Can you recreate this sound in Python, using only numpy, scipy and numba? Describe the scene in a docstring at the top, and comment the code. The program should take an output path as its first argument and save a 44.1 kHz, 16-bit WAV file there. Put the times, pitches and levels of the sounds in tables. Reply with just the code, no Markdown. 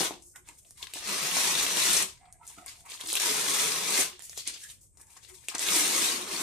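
"""Tape is pulled off the fluffy cover of a paint roller in four rasps, the first short, over a counter in a small
quiet room. Nap fibres snap free of the glue in dense, uneven bursts (stick-slip) and excite the resonances of the
hollow core; one effort curve drives each pull. Loose tape rustles and ticks as the hand takes a new grip, with short
hollow notes; creases pop as damped impulses, and the roller knocks, hums and rubs on its wire frame."""
import sys
import numpy as np
from scipy import signal
from scipy.fft import rfft, irfft
from scipy.io import wavfile
from scipy.ndimage import uniform_filter1d
from numba import njit

SR = 44100
rng = np.random.default_rng(int(sys.argv[2]) if len(sys.argv) > 2 else 0)


def int16_out(signal):
    """Quantize to a 16-bit WAV file."""
    q = np.round(np.clip(np.atleast_2d(signal).T, -1, 1) * 32767)
    wavfile.write(sys.argv[1], SR, q.astype(np.int16))


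N = 283504
TIME = np.arange(N) / SR


def undb(db):
    """Logarithmic levels: decibels to amplitude gain."""
    return 10 ** (np.asarray(db) / 20)


def unit(x):
    """Normalisation: scale to rms 1."""
    return x / np.sqrt(np.mean(x ** 2))


def colour(x, points):
    """Minimum-phase filtering: the cepstrum is folded so the (f/Hz, level/dB) response is causal."""
    hz, db = np.transpose(points)
    grid = np.fft.rfftfreq(4096, 1 / SR) + 1  # +1 Hz avoids log(0)
    cepstrum = irfft(np.log(undb(np.interp(np.log(grid), np.log(hz), db))))
    cepstrum[1:2048] *= 2
    cepstrum[2049:] = 0
    impulse_response = irfft(np.exp(rfft(cepstrum)))
    return signal.fftconvolve(x, impulse_response)[:len(x)]


def ring(x, hz, width):
    """Simple resonance: a second-order peak with gain 1 at its centre."""
    b, a = signal.iirpeak(hz, hz / width, fs=SR)
    return signal.lfilter(b, a, x)


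def resonate(x, modes):
    """Modal superposition: a body's response is the sum of its (f/Hz, width/Hz, level/dB) resonances."""
    return sum(undb(db) * ring(x, hz, width) for hz, width, db in modes)


@njit
def glide(x, hz, width):
    """Time-varying resonance: a state-variable filter whose centre moves."""
    y, band, low = np.empty(len(x)), 0., 0.
    for i in range(len(x)):
        g, k = np.tan(np.pi * hz[i] / SR), width / hz[i]
        v = (band + g * (x[i] - low)) / (1 + g * (g + k))
        band, low, y[i] = 2 * v - band, low + 2 * g * v, k * v
    return y


def wander(rate):
    """Random modulation: normally distributed values joined by straight lines, rate of them a second."""
    return np.interp(TIME * rate, np.arange(N), rng.standard_normal(N))


def crackle(rate, spread_db, count=N):
    """Random impulse process: clicks of either sign and log-normal size, a few of them strong; rms 1."""
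    happens = rng.random(count) < rate / SR
    size = undb(spread_db * np.minimum(rng.standard_normal(count), 2.5))
    return unit(happens * size * rng.choice([-1, 1], count) + 1e-12)


def place(x, pan_db):
    """Level-difference stereo: left exceeds right by pan_db."""
    return x * undb(np.array([pan_db, -pan_db]).reshape(2, -1) / 2)


def add(out, s, x):
    """Superposition: mix a short sound in at time s."""
    i = max(int(s * SR), 0)
    out[..., i:i + x.shape[-1]] += x[..., :N - i]


RISE_SHARE, SWELL_DEPTH_DB = 0.41, 23.5  # share of its length a swell rises for; its ends lie this far under its peak


def swells(rows):
    """Power summation: a gain climbs to each (t/s, length/s, level/dB) peak and falls linearly in dB after it."""
    power = np.zeros(N)
    for s, length, db in rows:
        near = slice(max(int((s - length) * SR), 0), int((s + 2 * length) * SR))
        u = (TIME[near] - s) / length
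        fall = np.where(u < 0, (u / RISE_SHARE) ** 2, u / (1 - RISE_SHARE))
        power[near] += undb(db - SWELL_DEPTH_DB * fall) ** 2
    return np.sqrt(power)


def limited(gain, limit_db):
    """Saturation: a gain levels off as it nears the limit."""
    return gain / np.hypot(1, gain / undb(limit_db))


def fibres(rate, spread_db, spectrum, shared=0.65):
    """Partial coherence: tiny snaps, some alike in both microphones, others independent in each."""
    both, left, right = (unit(colour(crackle(rate, spread_db), spectrum)) for _ in range(3))
    return shared * both + np.sqrt(1 - shared ** 2) * np.array([left, right])


# resonances of the roller's hollow core: f/Hz, width/Hz, relative level/dB
CORE_MODES = [(146, 37, -27), (197, 140, -0.5), (296, 38, 8), (354.4, 15, 11), (416, 120, 5.5),
              (650, 110, -21), (790, 37, -34.5), (975, 43, -3.5)]


def core(x):
    """Forced vibration: the hollow core rings with whatever shakes it, within a 125-1600 Hz band."""
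    band = signal.butter(2, [125, 1600], "band", fs=SR, output="sos")
    return signal.sosfilt(band, resonate(x, CORE_MODES))


# effort, one list for each pull: t/s, level/dB
PULL_EFFORTS = [
    [(0.0, -26), (0.01, -28), (0.076, -34), (0.096, -57), (0.13, -54)],
    [(1.0, -42), (1.012, -45), (1.09, -33), (1.32, -31.5), (1.376, -26.5), (1.554, -29.5), (1.592, -28),
     (1.692, -31), (1.876, -25.5), (1.976, -26.5), (2.022, -28.5), (2.048, -43), (2.12, -75)],
    [(3.06, -38), (3.074, -75), (3.166, -30.5), (3.194, -45), (3.2, -29), (3.452, -33), (3.494, -29),
     (3.586, -30), (3.598, -27.5), (3.822, -35), (4.006, -24.5), (4.06, -38), (4.13, -62)],
    [(5.6, -31), (5.66, -33), (5.718, -26.5), (5.742, -25), (5.862, -30), (6.052, -28), (6.248, -42.5),
     (6.328, -35.5), (6.38, -36.5), (6.429, -30.5)],
]
# strip in each pull: goes taut t/s, goes slack t/s, first note f/Hz, last note f/Hz, roller's note f/Hz,
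# rumble level/dB, fizz level/dB, strength of its note level/dB (levels relative)
PULL_STRIPS = [(-.03, 0.093, 232, 210, 347, -17, 0.5, 0), (1.05, 2.03, 215, 185, 371, -15, -1, -1),
               (3.225, 3.997, 405, 180, 421, -14, 1, -5.5), (5.671, 6.43, 415, 231, 352, -11, 1.5, -5.5)]


def efforts():
    """Driving force: the effort in dB, a gate open during the pulls, and the strip's values in the current pull."""
    s, db = np.vstack(PULL_EFFORTS).T
    active = sum((TIME >= pull[0][0]) & (TIME <= pull[-1][0]) for pull in PULL_EFFORTS) > 0
    gate = uniform_filter1d(active * 1., size=900)
    current = sum(TIME >= pull[0][0] for pull in PULL_EFFORTS[1:])
    return np.interp(TIME, s, db), gate, np.array(PULL_STRIPS)[current].T


def pings(count=2600, size=300, cycles=5.6, low_hz=3000, high_hz=10500, spread_db=17.5, scatter_db=22.0):
    """Damped oscillation: single tufts tear free, each with its own pitch, strength and place; rms 1."""
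    out, t = np.zeros((2, N)), TIME[:size]
    for when, pitch, strength, across in rng.random((count, 4)):
        hz = low_hz + (high_hz - low_hz) * pitch
        ping = undb(spread_db * strength ** 2) * np.sin(2 * np.pi * hz * t) * np.exp(-t * hz / cycles)
        add(out, when * N / SR, place(ping, scatter_db * (2 * across - 1)))
    return unit(out)


# relative spectra of the fibres' rasp, their treble fizz, the taut strip's drumming and cracking glue strings:
# f/Hz, level/dB
RASP_SPECTRUM = [(100, -39.5), (400, -9.5), (650, -6.5), (1050, -6), (1400, -4.5), (2150, 2.5), (2900, 0),
                 (3800, 2), (4900, -1), (6000, 2), (8000, -12), (14500, -14.5)]
FIZZ_SPECTRUM = [(2000, -73.5), (5000, -10.5), (7000, 0), (9000, 1), (11000, -5), (14500, -11.5)]
DRUM_SPECTRUM = [(200, -43.5), (600, -8), (780, -10.5), (960, -2.5), (1100, 1), (1350, -5.5), (2500, -35.5)]
GLUE_SPECTRUM = [(150, -28.5), (500, -3.5), (1200, -1.5), (3000, 2), (5500, -3.5), (9000, -5),
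                 (14500, -11.5)]
USUAL_EFFORT_DB = -29.5
RASP_DB, DRUM_DB, GLUE_DB, TUFT_DB = 0.04, -12.5, -8.5, -7  # against the effort
FIZZ_SLOPE, DRUM_SLOPE, RUMBLE_SLOPE = 0.32, -0.6, -0.6  # dB per dB of extra effort: a hard pull is brighter
TIGHTEN_S, LOOSEN_S, SLACK_DB = 0.013, 0.029, -9  # a slack strip hardly shakes the roller
LENGTHEN_S = 0.048  # the strip's note sinks as the pull lengthens it


def peel(strip_width_hz=130.0, roller_width_hz=83.0):
    """Stick-slip: fibres snap off the glue in tufts that tug at strip and core; returns rasp and rumble."""
    effort_db, gate, strip = efforts()
    taut_s, slack_s, first_hz, last_hz, roller_hz, rumble_db, fizz_db, note_db = strip
    extra_db = effort_db - USUAL_EFFORT_DB
    slackness = np.maximum(1 - (TIME - taut_s) / TIGHTEN_S, (TIME - slack_s) / LOOSEN_S)
    slack_db = SLACK_DB * np.clip(slackness, 0, 1)
    strip_hz = last_hz + (first_hz - last_hz) * np.exp(-np.maximum(TIME - taut_s, 0) / LENGTHEN_S)

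    slip = undb(2.0 * wander(420) + 1.0 * wander(70))
    tufts = crackle(750, 2.0)
    rasp = unit(colour(tufts, RASP_SPECTRUM)) + undb(9.0) * fibres(5000, 2.2, RASP_SPECTRUM)
    rasp = unit(slip * rasp) * undb(RASP_DB)
    fizz = unit(colour(tufts, FIZZ_SPECTRUM)) + undb(14.0) * fibres(3000, 1.5, FIZZ_SPECTRUM)
    fizz = unit(slip * fizz) * undb(fizz_db + FIZZ_SLOPE * extra_db)
    drum = fibres(1200, 7.2, DRUM_SPECTRUM) * undb(DRUM_DB + DRUM_SLOPE * extra_db + slack_db / 2)
    glue = unit(colour(crackle(110, 3.5), GLUE_SPECTRUM)) * undb(GLUE_DB)

    # the low body: fixed core modes, plus the notes of strip and roller
    body = unit(core(tufts * slip))
    notes = (strip_hz, strip_width_hz, note_db), (roller_hz.copy(), roller_width_hz, -.6)
    for hz, width, db in notes:
        tugs = crackle(900, 5.0) * slip
        body = body + undb(db) * unit(glide(glide(tugs, hz, width), hz, width))
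    # too small to radiate deep bass
    body = signal.sosfilt(signal.butter(4, 125, "high", fs=SR, output="sos"), body)

    pull = gate * undb(effort_db)
    bright = rasp + fizz + drum + glue + pings() * undb(TUFT_DB)
    rumble = unit(body) * undb(rumble_db + RUMBLE_SLOPE * extra_db + slack_db)
    return pull * bright, pull * rumble


# relative spectrum of the background: f/Hz, level/dB
AIR_SPECTRUM = [(20, -2), (60, 12), (130, 6.5), (220, -6.5), (400, -11), (600, -16), (1500, -41),
                (4800, -35), (6500, -19), (8500, -2.5), (11000, -31), (14500, -31.5)]
AIR_DB = -67


def air(swell_db=2.5):
    """Stationary noise: steady microphone hiss, over a faint room rumble that swells unevenly."""
    shared, left, right = (unit(colour(rng.standard_normal(N), AIR_SPECTRUM)) for _ in range(3))
    floor = .9 * shared + np.array([left, right])
    rumble = signal.sosfiltfilt(signal.butter(2, 500, fs=SR, output="sos"), floor)
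    return undb(AIR_DB) * (floor + rumble * (undb(swell_db * wander(12)) - 1))


# relative spectrum of crumpling tape: f/Hz, level/dB
RUSTLE_SPECTRUM = [(100, -33), (350, -7), (700, -19), (1500, -8.5), (2300, 1), (3500, 5), (5500, 3),
                   (8000, 0), (14500, -39)]
WRINKLE_DB = -5.5  # against the papery crackle


def crumpling(vary_db=4.5, low_hz=800, high_hz=4500, width=0.31, count=6):
    """Varying resonance: papery crackle changes colour as it folds, and single wrinkles flip over."""
    paper = fibres(1300, 3.3, RUSTLE_SPECTRUM)
    bends = np.zeros((2, N))
    for hz in np.geomspace(low_hz, high_hz, count):
        bends += ring(paper, hz, width * hz) * (undb(vary_db * np.tanh(wander(28))) - 1)
    wrinkles = pings(count=900, size=300, cycles=1.8, low_hz=1800, high_hz=6000, spread_db=18, scatter_db=8)
    return unit(paper + bends) + undb(WRINKLE_DB) * wrinkles


# fixed resonances of the surroundings that colour the fluttering tape: f/Hz, width/Hz, relative level/dB
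FLUTTER_RESONANCES = [(1053, 480, -2.5), (1670, 170, -2.5), (2010, 400, -1.5)]


def fluttering(vary_db=4.0):
    """Resonant colouration: short jerks of slack tape sound through fixed resonances of varying strength; rms 1."""
    shake = crackle(400, 3.0)
    flutter = np.zeros(N)
    for hz, width, db in FLUTTER_RESONANCES:
        strength = undb(db + vary_db * np.tanh(wander(40)))
        flutter += strength * ring(ring(shake, hz, width), hz, 2 * width)
    return unit(flutter)


# short hollow notes, of slack tape flapping or the roller turning on its wire axle:
# peak t/s, length/s, pitch f/Hz, level/dB
HOLLOW_NOTES = [(0.363, 0.059, 1440, -54), (0.358, 0.035, 1850, -55), (0.492, 0.027, 913, -54),
                (0.655, 0.11, 663, -65.5), (0.814, .08, 1000, -57), (0.878, 0.046, 1020, -56),
                (2.236, .1, 733, -54.5), (2.275, .07, 723, -67), (2.358, 0.1, 684, -65),
                (2.519, .07, 950, -57.5), (4.122, 0.032, 800, -57), (4.2, .06, 1700, -66),
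                (5.288, .06, 1000, -71), (5.366, 0.075, 940, -64), (2.16, 0.15, 970, -67),
                (2.422, 0.1, 910, -60), (2.434, 0.093, 1324, -59.5), (2.436, 0.083, 2080, -58.5),
                (2.596, 0.08, 1290, -53), (2.857, 0.041, 950, -58), (3.398, 0.045, 985, -36.5),
                (4.648, 0.067, 1750, -47), (5.12, 0.33, 900, -69)]
NOTE_WIDTH = 0.11  # width of each resonance stage as a share of the pitch


def hollow_notes():
    """Narrow-band noise: short noisy notes, each with its own set pitch, some sounding together as one."""
    shake = crackle(1500, 2.1)
    out = np.zeros(N)
    for s, length, hz, db in HOLLOW_NOTES:
        width = NOTE_WIDTH * hz
        out += swells([(s, length, db)]) * unit(ring(ring(shake, hz, width), hz, width))
    return out


# loose tape stirred by the hand: peak t/s, length/s, then relative levels: crumpling level/dB,
# sliding hiss level/dB, flutter of slack tape level/dB
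TAPE_RUSTLES = [(0.141, 0.14, -47.5, -73, -72), (0.273, .2, -91, -51, -104),
                (0.363, 0.063, -71, -48.5, -56.5), (0.491, 0.11, -53.5, -51.5, -57),
                (0.59, 0.26, -67.5, -58, -98), (0.694, 0.24, -70, -56.5, -79),
                (0.805, 0.13, -49.5, -45.5, -57), (0.826, 0.041, -35, -40, -48),
                (0.905, .08, -48, -50, -54.5), (0.975, 0.14, -37.5, -41, -54),
                (2.105, 0.18, -47, -55.5, -72), (2.272, 0.25, -72, -90, -61),
                (2.509, 0.24, -57, -49.5, -61.5), (2.574, 0.35, -56.5, -58, -69),
                (2.698, 0.13, -40, -42.5, -49.5), (2.804, 0.16, -57.5, -54.5, -84),
                (2.87, 0.084, -57, -50.5, -51), (2.932, 0.15, -39.5, -43, -54),
                (3.022, 0.083, -38, -42, -46.5), (3.121, 0.23, -31.5, -32, -54),
                (4.144, 0.49, -50, -64, -75), (4.25, 0.16, -70, -44.5, -70),
                (4.323, 0.096, -51.5, -44, -76), (4.395, 0.12, -38.5, -40, -78),
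                (4.483, 0.085, -31, -40, -59), (4.546, 0.13, -40, -50, -70), (4.635, 0.23, -46, -44, -77),
                (4.71, 0.083, -50.5, -44.5, -71), (4.834, 0.11, -72.5, -52, -82),
                (5.016, 0.2, -66, -54.5, -63.5), (5.126, 0.14, -58.5, -51.5, -60),
                (5.174, 0.057, -55, -55, -55), (5.249, 0.11, -49.5, -52.5, -75),
                (5.3, 0.09, -58, -52.5, -60), (5.365, 0.18, -58.5, -52.5, -82),
                (5.448, 0.16, -57, -52, -67), (5.499, 0.065, -37.5, -43, -54),
                (5.53, 0.093, -51, -58, -47.5), (5.554, 0.035, -36, -38, -32.5),
                (5.592, .04, -40, -45, -54)]
# the hand reaches round to the left for the last grip: t/s, left minus right level/dB
HAND_PANNING = [(4.7, -1), (5.0, 1), (5.35, 5.5), (5.47, 3)]
CRUMPLE_DB, SLIDE_DB, FLUTTER_DB = -3, -0.9, 0  # added to the table's levels
STIR_HISS_DB = -99.5  # the hanging tape is never quite still
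JOSTLE_DB, JOSTLE_LIMIT_DB = -16.5, -75.5  # loose tape can give the roller only a light shake


def loose_tape(fold_db=3.0, stir_db=8.0):
    """Friction and buckling: slack tape crumples, flutters, slides over itself and jostles the roller."""
    s, length, *levels_db = np.transpose(TAPE_RUSTLES)
    crumple, slide, flap = (swells(zip(s, length, db)) for db in levels_db)
    stir = undb(stir_db * wander(14))
    folds = undb(fold_db * wander(130))
    rustle = crumpling() * crumple * undb(CRUMPLE_DB)
    flutter = fluttering() * flap * undb(FLUTTER_DB)
    hiss_gain = np.hypot(slide * undb(SLIDE_DB), stir * undb(STIR_HISS_DB))
    hiss = fibres(4100, 3.2, FIZZ_SPECTRUM) * hiss_gain
    jostle_gain = limited(np.hypot(crumple, slide) * undb(JOSTLE_DB), JOSTLE_LIMIT_DB)
    jostle = unit(core(crackle(300, 1.9))) * jostle_gain
    pan_db = np.interp(TIME, *np.transpose(HAND_PANNING))
    return place(folds * (rustle + flutter + hiss) + hollow_notes(), pan_db), jostle


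# the dragging hub sets the core's main note humming: peak t/s, length/s, level/dB
CORE_HUMS = [(.14, 0.19, -51.5), (.4, 0.078, -63.5), (2.6, .12, -67), (4.12, 0.09, -53.5),
             (3.07, 0.067, -50), (5.325, 0.099, -52.5)]


def hum(hz=350, waver=0.0494):
    """Frequency modulation: the core's main note wavers slightly as the hub drags."""
    phase = 2 * np.pi * np.cumsum(hz * (1 + waver * wander(40))) / SR
    return swells(CORE_HUMS) * np.sqrt(2) * np.sin(phase)


# creases popping and stuck spots letting go: t/s, relative level/dB of the first 3 ms, centre f/Hz,
# left minus right level/dB, crinkle level/dB against the crack, crinkle decay/ms
CREASE_SNAPS = [(.0064, -26, 4120, 9, -3, 6), (0.222, -48.5, 7860, 4, -1, 11),
                (0.284, -60, 7000, 6, 2, 8.7), (0.3582, -48, 8100, -17, 2, 6),
                (0.359, -52.5, 2600, -8, 6, 6.6), (0.487, -40, 7550, 3, -18, 2.5),
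                (.4875, -44.5, 2400, 0, -1, 4), (0.648, -57, 3130, -2, 7, 10),
                (0.7074, -41.5, 9100, -1, -14, 6), (0.772, -55, 8750, 11, 3, 8),
                (0.8269, -31, 3300, 6, 5, 4.2), (0.8688, -37.5, 2330, 3.5, -16, 3),
                (0.871, -43, 4060, 2, -16, 3), (0.9356, -31, 2900, 0, -3, 3.6),
                (0.9365, -35, 8750, 3, -1, 4), (.9405, -41, 8600, 4, -9, 2.4),
                (1.311, -28, 3000, -11, 3, 4.5), (1.368, -23, 4770, -9, -16, 2.9),
                (1.664, -23, 2600, 0, -3, 6), (1.704, -29, 3000, 5, 1, 5.1),
                (1.7704, -21.5, 3700, 0, -17, 6), (1.9297, -16, 8500, -3, 3, 9.4),
                (1.966, -12, 7860, 5, -3, 6), (2.0243, -15.5, 7650, 1, -17, 4.6),
                (2.253, -64, 3300, 10, 3, 8.9), (2.325, -41.5, 8900, 0, -8, 11),
                (2.431, -61, 3000, 0, 5, 10), (2.467, -43, 8750, 5, -4, 5), (2.483, -60, 2500, 0, -2, 5.7),
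                (2.476, -36.5, 8450, -2, 1, 14), (2.661, -35, 8800, 5, -14, 3), (2.679, -41, 5100, 0, 0, 8),
                (2.8985, -39.5, 7900, -3, 4, 6.7), (2.9178, -36, 3300, 5, -5, 6.7),
                (2.975, -43, 2960, 2, -10, 5), (3.005, -36, 8100, -2, 1, 6),
                (3.0097, -33.5, 3060, 5, -2, 8.6), (3.072, -30, 9000, -1, -8, 7),
                (3.1005, -30, 3180, -4, -14, 4.3), (3.1207, -29, 3430, -1, -19, 2.9),
                (3.128, -20.5, 9100, 1, -2, 4.6), (3.1378, -29, 3620, 5.5, -14, 3.6),
                (3.152, -18, 9500, 2, 14, 2.3), (3.1529, -24, 2980, 7.5, -8, 3),
                (3.165, -25.5, 3200, -6, 6, 4.3), (3.171, -22.5, 3400, 3, -3, 6),
                (3.1986, -22, 5260, 7, -17, 11), (3.975, -33, 2230, 3, -10, 3.2),
                (4.1928, -44, 8500, -17, -26, 4), (4.221, -41, 7600, -11, -15, 6),
                (4.295, -35, 7700, -1, -12, 4), (4.375, -30, 6200, 2.5, -3, 6),
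                (4.4749, -20.5, 8700, -2, -12, 5.5), (4.605, -50, 6700, 3, -13, 5),
                (4.7, -47.5, 3260, -4, 4, 6), (4.811, -63, 8000, -3, -3, 7.3),
                (4.971, -50, 7860, 9, -1, 9.3), (5.012, -45.5, 8900, 1, 11, 4.9),
                (5.0686, -53, 9100, -4, -18, 5.1), (5.167, -48, 6840, 6, 2, 11),
                (5.484, -27.5, 2800, 0, -7.5, 8.2), (5.4838, -24.5, 7800, -1, -2, 4),
                (5.5491, -25.5, 6560, 0, 0, 4), (5.5816, -27, 8000, 0, -18, 2),
                (5.593, -22, 7700, -5, -20, 2), (5.622, -40, 5000, -6, -4, 3),
                (5.627, -33, 3840, -5, -9, 3), (5.65, -34, 5500, -2, -10, 3),
                (5.6861, -21, 3280, -9, -17, 4.8), (5.72, -25, 6030, 0, -2, 5),
                (5.7425, -23, 6500, -3, -4, 3.4), (6.0062, -29, 3480, -7, -1, 6.6)]
# relative spectrum of a crease: f/Hz, level/dB
CREASE_SPECTRUM = [(100, -23.5), (400, 16.5), (1500, 11), (3500, 14), (9000, 16), (14500, 14.5)]


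def snaps(crack_cycles=1.45, width=0.71, broad=0.21, count=4000, size=130):
    """Impulse response: a crease pops, longer the lower its pitch, and the tape round it crinkles briefly."""
    out, t = np.zeros((2, N)), TIME[:count]
    for s, db, hz, pan_db, crinkle_db, crinkle_ms in CREASE_SNAPS:
        crack = rng.choice([-1, 1], count) * t * np.exp(-2 * t * hz / crack_cycles)
        crinkle = crackle(5000, 6.9, count=count) * np.exp(-1000 * t / crinkle_ms)
        force = colour(crack / np.std(crack[:size]) + undb(crinkle_db) * crinkle, CREASE_SPECTRUM)
        pop = ring(ring(force, hz, width * hz), hz, width * hz) + broad * force
        add(out, s + .001, place(pop / np.std(pop[:size]) * undb(db), pan_db))
    return out


# resonances of the wire frame: f/Hz, width/Hz, relative level/dB
FRAME_MODES = [(342, 110, -14.5), (705, 190, 8.5), (897, 89, 1.5), (1230, 64, -16.5), (2050, 720, -9)]
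# the roller jolting on its frame: t/s, peak level/dB before panning and room, ring of the frame against the
# core's level/dB, contact/ms (the push peaks halfway)
ROLLER_KNOCKS = [(.0065, -17, -3, 0.2), (.032, -21, 27, 0.1), (0.1083, -23, 5, 0.32), (.489, -47, 0, 0.16),
                 (.958, -33, 12, 0.32), (1.367, -17.5, 17, 0.091), (1.768, -27, 4, 0.29),
                 (2.576, -43, -6, 1.6), (3.038, -40.5, -26, 0.3), (3.989, -23.5, -7, 0.22),
                 (4.475, -42.5, -19, 0.65), (5.5473, -31, -3, 0.14), (5.684, -34, -23, 0.27)]


def knocks(count=8000):
    """Impact excitation: the roller takes up the play on its axle; hollow core and wire frame ring together."""
    out, t = np.zeros(N), TIME[:count]
    for s, db, wire_db, contact_ms in ROLLER_KNOCKS:
        push = t * np.exp(-2000 * t / contact_ms)
        hollow, wire = core(push), resonate(push, FRAME_MODES)
        knock = hollow / np.abs(hollow).max() + undb(wire_db) * wire / np.abs(wire).max()
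        add(out, s, knock / np.abs(knock).max() * undb(db))
    return out


def held_back(hold_db=1.5, hold_s=0.01):
    """Static friction: before a stuck spot lets go or the roller jolts, the tape stands taut and quieter; a gain."""
    dip = np.zeros(N)
    for s, *_ in CREASE_SNAPS + ROLLER_KNOCKS:
        before = np.arange(int(s * SR) + 1)[-2000:]
        dip[before] = np.maximum(dip[before], np.exp((TIME[before] - s) / hold_s))
    return undb(-hold_db * dip)


# the freely turning roller rubs on its wire axle about once a turn: peak t/s, length/s, relative level/dB
AXLE_RUBS = [(2.25, 0.17, -61), (2.42, 0.14, -65), (2.605, 0.11, -53.5), (2.79, 0.3, -64.5),
             (2.93, .16, -66), (3.05, .14, -73)]


def axle(rub_db=3.0):
    """Friction excitation: the hub rubs unevenly on the wire frame, waking now one resonance, now another."""
    rub = crackle(500, 7.1)
    rung = np.zeros(N)
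    for hz, width, mode_db in FRAME_MODES:
        strength = undb(mode_db + 2 * wander(21.24) + 2 * wander(29.7))
        rung += strength * ring(ring(rub, hz, 0.49 * width), hz, 0.63 * width)
    return swells(AXLE_RUBS) * undb(rub_db) * unit(rung)


# first echoes from counter and wall: left delay t/ms, right delay t/ms, level/dB against the direct sound
FIRST_ECHOES = [(.48, 0.59, -21.5), (1.25, 1, -43.5)]


def room(x, wet_db, alike, near_db, near_s=0.0057, t60=0.22, steady=0.078, size=2000, count=11000):
    """Reverberation: direct sound, first echoes, close scatter and a short tail; paths change as hand and tape move."""
    t = TIME[:count]
    scatter = unit(np.exp(-t / near_s) * (t > .0004)) * undb(near_db)
    tail = unit(np.exp(-np.log(1000) * t / t60) * (t > .004)) * undb(wet_db)
    diffuse = np.hypot(scatter, tail) / np.sqrt(count)
    direct = np.zeros((2, count))
    direct[0, 1] = direct[1, 0] = 1  # the right microphone is slightly nearer
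    for side in range(2):
        for *ms, db in FIRST_ECHOES:
            add(direct[side], ms[side] / 1000, np.array([undb(db)]))
    # overlapping blocks, each with partly new paths
    padded = np.pad(x, ((0, 0), (size, 2 * size)))
    out = np.zeros((2, N + 4 * size + count))
    fade = np.sin(np.pi * np.arange(2 * size) / (2 * size)) ** 2
    walls = rng.standard_normal((3, count))
    for i in range(0, N + size, size):
        paths = np.sqrt(steady) * walls + np.sqrt(1 - steady) * rng.standard_normal((3, count))
        response = direct + diffuse * (np.sqrt(alike) * paths[2] + np.sqrt(1 - alike) * paths[:2])
        heard = signal.fftconvolve(padded[:, i:i + 2 * size] * fade, response, axes=1)
        out[:, i:i + heard.shape[1]] += heard
    return out[:, size:size + N] / np.sqrt(1 + np.sum(diffuse ** 2))


SNAP_ROOM_DB, SNAP_DIRECT_DB = -2.5, -12  # creases pop facing the microphones, so they sound drier than the rasp


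def scene():
    """Spatial coherence: the tape reaches the microphones diffusely, the roller's notes more alike."""
    rasp, rumble = peel()
    rustle, jostle = loose_tape()
    held = held_back()
    pops = snaps()
    tape = held * (rasp + rustle) + pops * undb(SNAP_ROOM_DB)
    roller = place(held * rumble + jostle + knocks() + axle() + hum(), pan_db=1.0)
    tape = room(tape, wet_db=-1.5, alike=0.0094, near_db=-1.0)
    roller = room(roller, wet_db=2.0, alike=0.65, near_db=-3.5)
    return tape + roller + pops * undb(SNAP_DIRECT_DB) + air()


# how much more the left microphone picks up: f/Hz, level/dB
MICROPHONE_DIFFERENCE = [(100, -2), (380, 1), (700, 1.5), (1300, -1.5), (2400, -0.5), (4400, 4.5),
                         (8000, 3), (13000, -1)]
TOP_HZ = 14250


def record(dry, ceiling_db=-13.5):
    """Transducer response: microphones of unlike colour, soft saturation of peaks, then a steep low-pass."""
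    heard = []
    for channel, sign in zip(dry, (1, -1)):
        response = [(hz, sign * db / 2) for hz, db in MICROPHONE_DIFFERENCE]
        heard.append(colour(channel, response))
    heard = np.array(heard)
    heard = heard / (1 + (heard / undb(ceiling_db)) ** 4) ** .25
    return signal.sosfilt(signal.ellip(10, .2, 70, TOP_HZ, fs=SR, output="sos"), heard)


dry = scene()
out = record(dry)
int16_out(out)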